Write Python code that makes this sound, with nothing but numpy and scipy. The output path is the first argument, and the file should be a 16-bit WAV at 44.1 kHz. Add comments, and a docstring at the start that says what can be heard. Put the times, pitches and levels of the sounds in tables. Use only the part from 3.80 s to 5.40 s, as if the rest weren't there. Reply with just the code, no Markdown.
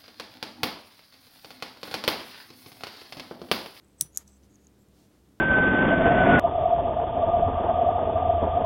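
"""Binder clip in a quiet room

One microphone, close to two hands working the wire handles of a steel binder clip above a table.
The handles scrape in their sockets and flip over twice, hitting the spring with a sharp, ringing snap,
the first with a soft thud in the hand. Small ticks of the wire and finger rubs surround the snaps.
Farther off, the walls give the metal a short tail, and a low room hum lies under it all."""
import sys
import numpy as np
from scipy import signal
from scipy.fft import rfft, irfft
from scipy.io import wavfile
from scipy.ndimage import uniform_filter1d

SR = 44100
rng = np.random.default_rng(int(sys.argv[2]) if len(sys.argv) > 2 else 0)


def master(y):
    """Save y as 16-bit WAV."""
    cut = np.clip(np.atleast_2d(y).T, -1, 1)
    pcm = np.round(cut * 32767)  # scale
    wavfile.write(sys.argv[1], SR, pcm.astype(np.int16))


N = 70560
T = np.arange(N) / SR

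# room tone: (frequency [Hz], relative level [dB])
AIR_SPECTRUM = [(20, -20), (42, -21.5), (65, -10), (100, -5), (170, -7.5), (250, -8.5), (370, -10.5),
                (600, -19), (900, -24), (2000, -30.5), (4000, -32.5), (9000, -35.5), (16000, -38.5)]
# hum in the room: (frequency [Hz], level [dB], width [Hz])
HUM_LINES = [(201, -68.5, 6.4), (298.5, -72.5, 9), (438.9, -82, 30)]
# the deepest hum swells and dips: (time [s], relative level [dB])
LOW_HUM_LEVELS = [(0.0, -75), (0.03, -72.5), (0.204, -66), (0.65, -62), (0.792, -81.5), (0.836, -66),
                  (1.068, -73.5), (1.09, -63), (1.322, -82), (1.35, -82), (1.398, -68), (1.6, -67.5)]
AIR_DB, LOW_HUM_GAIN_DB, LOW_HUM_HZ, LOW_HUM_WANDER_HZ = -62, 1, 65.3, 3
# the walls give back the lower notes more strongly: (frequency [Hz], relative gain [dB])
WALL_COLOUR = [(400, 10.5), (1200, 14.5), (2500, 8.5), (5000, -3), (10000, 1.5), (16000, -1)]
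ROOM_DB, ROOM_T60_S, ROOM_DELAY_S = -21.5, .15, .0024

FINGER_RUBS = [(-0, 0.108, -86.5, 10.5), (0.197, 0.238, -61, -4), (.232, 0.283, -65.5, -5),
               (.34, 0.396, -63.5, -10), (.385, 0.434, -62, -2), (0.471, 0.507, -66.5, -13),
               (0.621, .67, -69, -9), (1.13, 1.284, -68, -23), (1.288, 1.403, -75, -5),
               (1.443, 1.50, -81.5, -8.5)]
# hiss of skin on steel: (frequency [Hz], relative level [dB])
SKIN_SPECTRUM = [(300, 4), (600, 9.5), (1500, -8.5), (3000, 0), (5500, 2), (9000, -4.5), (12000, -6),
                 (16000, -8.5)]
HAND_KNOCKS = [(0.2168, -48), (0.2236, -39.5), (0.2509, -46.5)]
# resonances of the hand: (frequency [Hz], gain [dB], t60 [s])
HAND_MODES = [(153, 2.5, 0.043), (205, -8.5, 0.05), (320, -6.5, .05)]
THUD_BAND_HZ = (120, 500)

# a handle turns in its socket:
# (start [s], end [s], level [dB], swell [dB], pitch [Hz], second pitch [Hz], second re first [dB])
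SOCKET_SCRAPES = [(0.026, 0.158, -82, 5, 7950, 6000, -23), (0.174, .214, -62.5, 13, 8100, 6150, -7),
                  (0.317, 0.38, -62.5, 17.5, 6750, 11600, -10), (0.46, .586, -71.5, -4, 7700, 6160, -2.5),
                  (0.691, .762, -73.5, 4.5, 6750, 7430, -4.5), (0.78, 0.865, -75, 9, 6680, 7400, -14),
                  (0.982, 1.039, -77.5, -0.5, 7460, 12240, -2)]
SCRAPE_WIDTH_HZ, SLIPS_PER_S, SCRAPE_FADE_S = 751, 6000, .012
# slips and bounces of the wire: (time [s], force level [dB], pitch [Hz], edge gain [dB])
WIRE_TICKS = [(.046, -30, 7760, -17), (.0835, -43, 7860, 1), (0.2031, -23, 8100, -1.5),
              (0.2085, -11.5, 9600, 2.5), (0.2202, -9, 10200, -10), (0.2229, -11, 7000, 2),
              (0.3493, -19, 6900, -11), (0.3601, -9, 6850, -21), (0.362, -26, 6750, -12),
              (0.3754, -0.5, 7240, -4.5), (.3807, -11.5, 7260, -5.5), (0.3822, -22, 7000, -0.5),
              (0.4776, -15.5, 6100, -15.5), (0.4801, -26, 7700, -11), (.5197, -32, 8100, -20),
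              (.570, -35, 7610, -12), (0.635, -31, 6060, -23), (0.744, -31.5, 6600, -23),
              (0.7564, -23.5, 6550, -19), (.8468, -31, 6650, -12), (0.8694, -16, 6720, -22),
              (0.8702, -28.5, 7500, -27), (1.086, -41.5, 6990, -4.5)]
TICK_WIDTH_HZ, TICK_GRIT_DB, TICK_T60_S = 640, -2.5, .008

# a handle lands: (time [s], overall gain [dB], chatter gain [dB], shimmer gain [dB], ring gain [dB])
HANDLE_SNAPS = [(.2110, 2, -8, -11, -8.5), (.3735, 0.5, -7, -17.5, -34)]
# colour of the crack, one list for each snap: (frequency [Hz], gain [dB])
CRACK_COLOURS = [
    [(500, -33), (1500, -25.5), (2400, -13), (2700, -13), (3200, -5.5), (5100, -4.5), (5900, 13),
     (6500, -2.5), (7000, 2.5), (7600, 0), (8400, 6.5), (10150, 13.5), (11000, 4.5), (12900, -2.5),
     (14200, -4), (15400, 4.5), (17000, -9.5)],
    [(500, -21.5), (1100, -24), (1800, -17), (2300, -37), (3300, -67), (4600, -21), (5400, 0), (6000, 10),
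     (6700, 9.5), (7400, 4), (8100, 2.5), (9300, -12.5), (10800, -2), (11600, 5.5), (12500, -0.5),
     (14300, -13.5), (15500, -17), (17000, -21)],
]
# the spring steel, two close clusters and a few lone modes: (frequency [Hz], gain [dB], t60 [s])
SPRING_MODES = [(5635, -42, .055), (5785, -41, .055), (5945, -39, .06), (6040, -43, .06), (6170, -47, .07),
                (8005, -49, .09), (9160, -46, .06), (9305, -43, .07), (9830, -42, .06), (10068, -37, .08),
                (10210, -38, .07), (10310, -30, .022), (11470, -50, .06), (15250, -47, .06)]
CHATTER_DELAY_S, CHATTER_T60_S = .0001, .0048   # the wire buzzes against the sheet just after it lands
SHIMMER_T60_S = .04   # dense, short-lived modes of the sheet
RING_TAIL_DB, RING_TAIL_T60_S = 1, .17   # dying noise gives the steel's ring a rough, diffuse tail
CUTOFF_HZ = 16700


def from_db(db):
    """Decibels to gain."""
    return 10 ** (np.asarray(db) / 20)


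def unit_rms(x):
    """Scale to unit rms."""
    return x / np.sqrt(np.mean(x ** 2) + 1e-20)


def at(s, x):
    """The sound x, starting at time s."""
    return np.concatenate([np.zeros(max(round(s * SR), 0)), x, np.zeros(N)])[:N]


def colour(x, points):
    """Causal (minimum-phase) filter that follows a table of (frequency [Hz], gain [dB])."""
    size = 2 * N
    hz, db = np.transpose(points)
    bin_hz = np.arange(N + 1) * SR / size
    gain = from_db(np.interp(np.log(bin_hz + 1), np.log(hz), db))
    cepstrum = irfft(np.log(gain))
    cepstrum[1:N] *= 2
    cepstrum[N + 1:] = 0
    return irfft(rfft(x, size) * np.exp(rfft(cepstrum)))[:N]


def ring(x, hz, t60):
    """One mode: a unit click in x starts a dying sine of height 1."""
    r, w = from_db(-60 / (t60 * SR)), 2 * np.pi * hz / SR
    return signal.lfilter([0, np.sin(w)], [1, -2 * r * np.cos(w), r * r], x + 1e-18)


def resonate(x, hz, width_hz):
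    """A resonance with peak gain 1, applied twice for steep skirts."""
    r, w = np.exp(-np.pi * width_hz / SR), 2 * np.pi * hz / SR
    feed = np.array([1, 0, -1]) * (1 - r * r) / 2
    for _ in range(2):
        x = signal.lfilter(feed, [1, -2 * r * np.cos(w), r * r], x + 1e-18)
    return x


def burst(t60, passes=4):
    """Dying noise of unit energy; each pass evens out its spectrum, then restores the decay."""
    fade = from_db(-60 * np.minimum(T / t60, 4))
    x = rng.standard_normal(N) * fade
    for _ in range(passes):
        spectrum = rfft(x)
        x = irfft(spectrum / (abs(spectrum) + 1e-12), N)
        power = uniform_filter1d(x * x, int(t60 * SR / 10) + 2)
        x = x * fade / np.sqrt(abs(power) + 1e-14)
    return x / np.sqrt(np.sum(x * x))


def room_tone():
    """Air all round the microphone, with a few wavering hum lines."""
    air = from_db(AIR_DB) * unit_rms(colour(rng.standard_normal(N), AIR_SPECTRUM))
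    hum = sum(from_db(db) * unit_rms(resonate(rng.standard_normal(2 * N), hz, width)[N:])
              for hz, db, width in HUM_LINES)
    wander = unit_rms(uniform_filter1d(rng.standard_normal(N), SR // 10))
    low_hz = LOW_HUM_HZ + LOW_HUM_WANDER_HZ * wander
    low_db = LOW_HUM_GAIN_DB + np.interp(T, *np.transpose(LOW_HUM_LEVELS))
    low_hum = unit_rms(np.sin(2 * np.pi * np.cumsum(low_hz) / SR))
    return air + hum + from_db(low_db) * low_hum


def wall_reflections(x):
    """A short diffuse tail reaches the microphone just behind the direct sound."""
    tail = colour(at(ROOM_DELAY_S, burst(ROOM_T60_S, passes=0)), WALL_COLOUR)
    return from_db(ROOM_DB) * signal.fftconvolve(x, tail)[:N]


def finger_rubs():
    """Skin friction, a bright hiss over a dull rustle, swells and fades with each move of the fingers."""
    hiss = unit_rms(colour(rng.standard_normal(N), SKIN_SPECTRUM))
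    rustle = unit_rms(resonate(rng.standard_normal(N), hz=800, width_hz=1500))
    out = 0
    for start, end, db, rustle_db in FINGER_RUBS:
        effort = np.sqrt(abs(np.sin(np.interp(T, [start, end], [0, np.pi]))))
        out += from_db(db) * effort * (hiss + from_db(rustle_db) * rustle)
    return out


def hand_thuds():
    """The hand catches the recoil and answers with a dull knock."""
    knocks = sum(at(s, [from_db(db)]) for s, db in HAND_KNOCKS)
    soften = signal.butter(2, THUD_BAND_HZ, "band", fs=SR, output="sos")
    push = signal.sosfilt(soften, knocks + 1e-18)
    return sum(from_db(db) * ring(push, hz, t60) for hz, db, t60 in HAND_MODES)


def socket_scrapes():
    """Dense tiny slips keep two resonances of the wire singing, louder where the spring is tighter."""
    out = 0
    for start, end, db, swell_db, hz, second_hz, second_db in SOCKET_SCRAPES:
        slips = (rng.random(N) < SLIPS_PER_S / SR) * rng.standard_normal(N)
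        first, second = [unit_rms(resonate(slips, f, SCRAPE_WIDTH_HZ)) for f in (hz, second_hz)]
        stroke = np.clip(np.minimum(T - start, end - T) / SCRAPE_FADE_S, 0, 1)
        tension_db = swell_db * np.interp(T, [start, end], [-.5, .5])
        out += from_db(db + tension_db) * stroke * (first + from_db(second_db) * second)
    return out


def wire_ticks():
    """Each slip rings one damped resonance of the wire and has a bright edge."""
    out = 0
    for s, db, hz, edge_db in WIRE_TICKS:
        force = at(0, [1.]) + from_db(TICK_GRIT_DB) * burst(TICK_T60_S)
        tone = resonate(force, hz, TICK_WIDTH_HZ)
        edge = from_db(edge_db) * resonate(force, hz=8500, width_hz=4900)
        out += from_db(db) * at(s, tone + edge)
    return out


def handle_snaps():
    """A handle hits the spring: a crack with chatter and shimmer, then the steel rings roughly."""
    out, click = 0, at(0, [1.])
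    for (s, db, chatter_db, shimmer_db, ring_db), crack_colour in zip(HANDLE_SNAPS, CRACK_COLOURS):
        chatter = from_db(chatter_db) * at(CHATTER_DELAY_S, burst(CHATTER_T60_S))
        shimmer = from_db(shimmer_db) * burst(SHIMMER_T60_S)
        crack = colour(click + chatter + shimmer, crack_colour)
        ring_tail = from_db(RING_TAIL_DB) * burst(RING_TAIL_T60_S)
        steel = sum((-1) ** k * from_db(mode_db + ring_db) * ring(click + ring_tail, hz, t60)
                    for k, (hz, mode_db, t60) in enumerate(SPRING_MODES))
        out += from_db(db) * at(s, crack + steel)
    return out


def scene():
    """Metal and hands up close, the room behind them, in mono."""
    metal = handle_snaps() + wire_ticks() + socket_scrapes()
    return (metal + wall_reflections(metal) + finger_rubs() + hand_thuds() + room_tone())[None]


def record(dry):
    """The microphone signal, with the highest treble cut steeply."""
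    lowpass = signal.cheby2(16, 60, CUTOFF_HZ, fs=SR, output="sos")
    return signal.sosfiltfilt(lowpass, dry)


dry = scene()
out = record(dry)
master(out)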